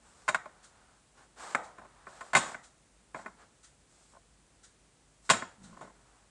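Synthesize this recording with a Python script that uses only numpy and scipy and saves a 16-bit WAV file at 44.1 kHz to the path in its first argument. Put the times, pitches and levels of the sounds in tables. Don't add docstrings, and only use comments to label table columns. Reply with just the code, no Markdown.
import sys
import numpy as np
from scipy import signal
from scipy.fft import irfft
from scipy.io import wavfile
from scipy.ndimage import uniform_filter1d

SR = 44100
rng = np.random.default_rng(int(sys.argv[2]) if len(sys.argv) > 2 else 0)


def wav_record(signal):
    frames = np.transpose(np.atleast_2d(signal))
    bounded = np.clip(frames, -1, 1)
    quanta = np.round(bounded * 32767).astype(np.int16)
    wavfile.write(sys.argv[1], SR, quanta)


N = 277830
TIME = np.arange(N) / SR
IMPACT_S = .0053


# start in seconds, level in dB, centre of the favoured wall modes in Hz,
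# ring time as a factor, change per rebound in dB, then desk thump, brightness of edges and rims,
# and room send, all three in dB against the level.
CUP_KNOCKS = [(0.2795, -26.5, 1120, 1.06, -29, -26, -18, -28),
              (0.2861, -23.5, 1200, 1.25, -8, -21.5, -13.5, -14.5),
              (0.3454, -21, 1380, 0.39, -7.5, -28, -18, -19), (0.456, -44, 713, 0.98, -22, -15, -23.5, -16),
              (1.548, -21.5, 1330, 0.57, -16, -19.5, -19.5, -11),
              (2.067, -44.5, 1190, 1.7, -16, -12, -30, -28), (2.208, -40.5, 1270, 1.6, -22, -21, -15, -18),
              (2.3321, -27.5, 940, 2.8, -12, -22, -15.5, -24),
              (2.3503, -14.5, 1290, 1.33, -8, -19.5, -13, -20.5),
              (2.3658, -21, 1050, 0.75, -5.5, -18, -8, -8.5),
              (2.544, -38, 1500, .65, -18, -20, -20.5, -9.5), (3.1445, -36.5, 1030, .6, -4, -14, -26, -12),
              (3.2594, -39, 1230, 0.93, -9.5, -10, -24, -15.5),
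              (5.2921, -28.5, 1370, 1.1, -19, -16, -10.5, -0.5),
              (5.2995, -15, 1140, 0.93, -5.5, -16.5, -6, -15.5),
              (5.333, -30, 1310, 2.3, -7, -11.5, -11, -24), (5.421, -34, 1130, 0.96, -23, -13, -24.5, -20),
              (5.81, -46.5, 900, 1, -3, -6.5, -17, -10)]


def knocks(contacts=4, gap_s=.0063):
    for start, db, centre_hz, ring_time, rebound_db, thump_db, bright_db, room_db in CUP_KNOCKS:
        for k in range(contacts):
            yield start + k * gap_s, contact(db + k * rebound_db, centre_hz * .88 ** k, ring_time,
                                             thump_db + 1.5 * k, bright_db + 1.5 * k, room_db + 2.5 * k)


def contact(db, centre_hz, ring_time, thump_db, bright_db, room_db):
    facing = unit(soften(favour(walls(ring_time), centre_hz), db), IMPACT_S)
    bright = amp(bright_db) * (edges(ring_time) + amp(-1) * rims(ring_time))
    thump = amp(thump_db) * desk(ring_time)
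    scattered = amp(1) * walls_all_round(ring_time, centre_hz)
    return amp(db) * (facing + bright + thump), amp(db + room_db) * (scattered + bright + thump)


# (the time to fade by 60 dB, which a contact's ring time scales).
WALL_MODES = [(557, -9.5, 0.078), (621.4, -11, 0.073), (678, -9, 0.092), (768, -18.5, 0.033),
              (860, -13.5, 0.073), (1057, -3, 0.048), (1178, -14.5, 0.048), (1318, -11.5, .04),
              (1497, -1.5, 0.04), (1747, -1.5, 0.01986), (1827, -8.5, 0.035), (2087, 0.5, 0.024),
              (2337, -8.5, 0.036), (2447, -9.5, .045), (2680, -14.5, .04)]
# frequency in Hz, relative level in dB.
WALL_COLOUR = [(200, -33), (450, -15.5), (650, -1), (1100, -3), (1600, 0), (2300, -4.5), (2800, -23.5),
               (4000, -50)]


def walls(ring_time):
    return crack(WALL_COLOUR, t60=.021 * ring_time) + amp(2) * ring(WALL_MODES, ring_time)


def walls_all_round(ring_time, centre_hz):
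    burst = favour(crack(WALL_COLOUR, t60=.019 * ring_time), centre_hz, rest_db=-6, q=1.5)
    return bandpass(unit(burst, IMPACT_S), 380, 2500)


def favour(x, hz, rest_db=-11, q=2.0):
    band = signal.lfilter(*signal.iirpeak(hz, q, fs=SR), x)
    return band + amp(rest_db) * (x - band)


def soften(x, db, firm_db=-30, firm_attack_s=.0015, firm_top_hz=3200):
    softness = amp(.5 * (firm_db - db))
    top_hz = np.clip(firm_top_hz / np.sqrt(softness), 1000, 4500)
    onset = np.minimum(TIME[1:len(x) + 1] / (firm_attack_s * softness), 1)
    return bandpass(x, 400, top_hz) * onset


# pitch in Hz, relative level in dB, base t60 in seconds.
EDGE_MODES = [(2763, -3, 0.019), (3240, -5, 0.043), (3755, -3.5, 0.0511), (4477, -10.5, 0.022),
              (5590, -11.5, 0.026)]
# frequency in Hz, relative level in dB.
EDGE_COLOUR = [(1800, -18.5), (2550, 4), (3200, -1), (3800, -3), (4500, -3.5), (6000, -6.5), (7500, -22)]


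def edges(ring_time):
    clack = crack(EDGE_COLOUR, t60=.036 * ring_time) + amp(-4) * ring(EDGE_MODES, ring_time)
    return unit(bandpass(clack, 2200, 6300), IMPACT_S)


# pitch in Hz, relative level in dB, base t60 in seconds.
RIM_MODES = [(7020, -0.5, 0.1), (7470, -3, .08), (7530, -2, 0.053), (7970, -5, .05), (8200, -2, 0.016)]
# frequency in Hz, relative level in dB.
RIM_COLOUR = [(5000, -30), (6600, -0.5), (7500, 0), (8800, -3.5), (10000, -10), (11000, -25), (12500, -30)]


def rims(ring_time):
    click = crack(RIM_COLOUR, t60=.04 * ring_time) + amp(-3) * ring(RIM_MODES, ring_time)
    return unit(bandpass(click, 4100, 10500), IMPACT_S)


# pitch in Hz, relative level in dB, base t60 in seconds.
DESK_MODES = [(124, -5.5, 0.11), (187, -10, 0.111), (240, 2.5, 0.098), (287, -9, 0.049),
              (373.6, -4.5, 0.12)]
# frequency in Hz, relative level in dB.
DESK_COLOUR = [(60, -21.5), (90, -14.5), (130, -1), (190, -6), (245, 0), (310, -5), (380, -9), (500, -5),
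               (800, -25.5)]


def desk(ring_time):
    thump = crack(DESK_COLOUR, t60=.071 * ring_time) + ring(DESK_MODES, ring_time)
    return unit(bandpass(thump, 140, 580), 2 * IMPACT_S)


def crack(colour, t60, hold_s=.0048):
    t = TIME[:SR // 7]
    return noise(colour, len(t)) * amp(-60 * np.maximum(t - hold_s, 0) / t60)


# mean delay in seconds, gain as a factor.
NEAR_ECHOES = [(.0017, .3), (.0035, -.25), (.0053, .3), (.0072, .2)]


def ring(modes, ring_time, detune=.0042):
    t = TIME[:SR // 7]
    hz, db, t60 = np.transpose(modes)[:, :, None]
    hz = hz * (1 + detune * rng.standard_normal(hz.shape))
    polarity = (-1) ** np.arange(len(modes))[:, None]
    decay = amp(db - 60 * t / (t60 * ring_time))
    direct = (polarity * decay * np.cos(2 * np.pi * hz * t)).sum(0)
    out = direct.copy()
    for delay, gain in NEAR_ECHOES:
        add(out, delay * rng.uniform(.9, 1.1), gain * direct)
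    return unit(out, span_s=.0047)


# start and end in seconds, mean level in dB, contacts per second.
CUP_RATTLES = [(1.773, 1.842, -55.5, 59), (2.429, 2.53, -50.5, 36), (3.185, 3.31, -54, 22),
               (4.125, 4.162, -63.5, 59), (5.72, 5.9, -58, 48)]


def rattles(spread_db=3):
    for start, end, db, rate in CUP_RATTLES:
        for beat in np.arange(start, end, 1 / rate):
            late = .5 * rng.random() / rate
            yield beat + late, contact(db + spread_db * rng.standard_normal(), centre_hz=970,
                                       ring_time=.87, thump_db=-9.5, bright_db=-20.5, room_db=-9.5)


# time in seconds, level in dB.
JUDDER_CURVE = [(5.575, -64), (5.601, -61.5), (5.625, -54), (5.745, -60)]


def judder(slips_per_s=54, jitter=.15, push_hz=205, push_t60=.05):
    times, db = np.transpose(JUDDER_CURVE)
    rate = slips_per_s * (1 + jitter * wander(600))
    slips = np.diff(np.floor(np.cumsum(rate) / SR), prepend=0)
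    strength = amp(np.interp(TIME, times, db)) * (TIME > times[0]) * (TIME < times[-1])
    t = TIME[:SR // 10]
    push = np.sin(2 * np.pi * push_hz * t) * amp(-60 * t / push_t60)
    return signal.oaconvolve(slips * strength, unit(push, 1 / slips_per_s))[:N]


# start and end in seconds, level in dB, hiss in dB against it.
STROKES = [(0, 0.328, -66, -2.5), (.33, 1.005, -68, -19), (1.139, 1.272, -61.5, -10),
           (1.358, 1.566, -47.5, -7), (1.65, 2.097, -64.5, -25), (2.05, 2.347, -58, -7),
           (2.374, 2.556, -49.5, -6), (3.13, 3.25, -56.5, -7.5), (3.358, 3.467, -60, -12),
           (3.874, 4.17, -76.5, 6.5), (5.217, 5.33, -69, 8), (5.59, 5.909, -66, -5.5),
           (5.915, 6.274, -70.5, -8.5)]
# frequency in Hz, relative level in dB.
BODY_COLOUR = [(80, -23.5), (200, -10.5), (400, -6), (700, 1), (1100, 0.5), (1500, 0.5), (2000, -9),
               (2700, -14.5), (4500, -17.5), (7000, -28.5), (10000, -41.5)]
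HISS_COLOUR = [(2900, -15), (5200, -12), (6500, -12), (7800, -6.5), (9000, -13.5), (10200, -25),
               (11500, -27.5)]


def rubbing(catch_db=1.0, pressure_db=.76, rise_s=.045, fall_s=.036):
    body, hiss = np.zeros((2, N))
    for start, end, body_db, hiss_db in STROKES:
        stroke = np.clip(np.minimum((TIME - start) / rise_s, (end - TIME) / fall_s), 0, 1)
        body += amp(body_db) * stroke
        hiss += amp(body_db + hiss_db) * stroke
    friction = amp(catch_db * wander(200) - pressure_db * wander(2000))
    return friction * (body * noise(BODY_COLOUR, N) + hiss * noise(HISS_COLOUR, N))


def room(send, crossfade_hz=47):
    phase = 2 * np.pi * crossfade_hz * TIME
    return sum(signal.fftconvolve(send * share, tail())[:N] for share in (np.cos(phase), np.sin(phase)))


# frequency in Hz, t60 in seconds.
ROOM_DECAY = [(150, 0.66), (400, 0.57), (1040, 0.45), (2760, 0.37), (7280, 0.34), (12000, 0.19)]


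def tail(build_s=.0062, treble_db=3.5):
    hz, t, bands = signal.stft(rng.standard_normal(SR * 3 // 4), SR, nperseg=256)
    colour_db = curve_at([(2000, 0), (7000, treble_db)], hz)[:, None]
    decay_db = -60 * t / curve_at(ROOM_DECAY, hz)[:, None]
    _, out = signal.istft(bands * amp(colour_db + decay_db), SR, nperseg=256)
    out *= np.minimum(TIME[:len(out)] / build_s, 1)
    return out / np.linalg.norm(out)


# frequency in Hz, relative level in dB.
CLOCK_COLOUR = [(600, -27), (1400, 3.5), (2600, -10.5), (3800, -1.5), (5200, -5.5), (7000, 1.5), (9200, -3),
                (10200, -14), (11500, -32)]


def clock(first_s=.627, db=-51.5, rise_s=.019, t60=.23):
    out, t = np.zeros(N), TIME[:SR // 2]
    puff = amp(db - 60 * t / t60) * np.minimum(t / rise_s, 1)
    for start in np.arange(first_s, N / SR):
        add(out, start, puff * noise(CLOCK_COLOUR, len(t)))
    return out


# frequency in Hz, relative level in dB.
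HUSH_COLOUR = [(25, -41), (36, -5.5), (50, 2.5), (90, -5.5), (135, -3), (250, -8), (600, -12.5),
               (1500, -17), (3000, -20.5), (5500, -21.5), (8000, -17), (10000, -22), (11300, -39.5),
               (12400, -50.5)]


def hush(air_db=-66, hum_db=-72, hum_hz=50):
    return amp(air_db) * noise(HUSH_COLOUR, N) + amp(hum_db) * np.sin(2 * np.pi * hum_hz * TIME)


def noise(colour, size):
    hz = np.fft.rfftfreq(size, 1 / SR)
    low_cut = hz / (hz + colour[0][0] / 2)
    high_cut = 1 / (1 + (hz / colour[-1][0] / 2) ** 4)
    phase = np.exp(2j * np.pi * rng.random(len(hz)))
    return unit(irfft(amp(curve_at(colour, hz)) * low_cut * high_cut * phase, size))


def wander(samples):
    return unit(uniform_filter1d(rng.standard_normal(N), size=samples))


def bandpass(x, low_hz, high_hz):
    return signal.sosfilt(signal.butter(2, [low_hz, high_hz], "band", fs=SR, output="sos"), x)


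def curve_at(points, hz):
    point_hz, value = np.transpose(points)
    return np.interp(np.log(hz + 1), np.log(point_hz + 1), value)


def amp(db):
    return 10 ** (np.asarray(db) / 20)


def unit(x, span_s=None):
    head = x if span_s is None else x[:int(span_s * SR)]
    return x / np.sqrt(np.mean(head ** 2) + 1e-20)


def add(mix, start_s, sound):
    part = mix[max(round(start_s * SR), 0):][:len(sound)]
    part += sound[:len(part)]


def scene(handling_room_db=-7):
    handling = judder() + rubbing()
    background = clock() + hush()
    close, send = np.zeros((2, N))
    for start, (near, scattered) in [*knocks(), *rattles()]:
        add(close, start, near)
        add(send, start, scattered)
    reverb = room(send + amp(handling_room_db) * handling)
    return (close + handling + reverb + background)[None]


def record(dry, ceiling=.41, top_hz=11100, cut_hz=12400):
    rounded = ceiling * np.tanh(dry / ceiling)
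    dulled = signal.sosfilt(signal.butter(10, top_hz, fs=SR, output="sos"), rounded)
    steep_cut = signal.firwin(511, cut_hz, window=("kaiser", 9), fs=SR)
    return signal.oaconvolve(dulled, steep_cut[None], "same")


dry = scene()
out = record(dry)
wav_record(out)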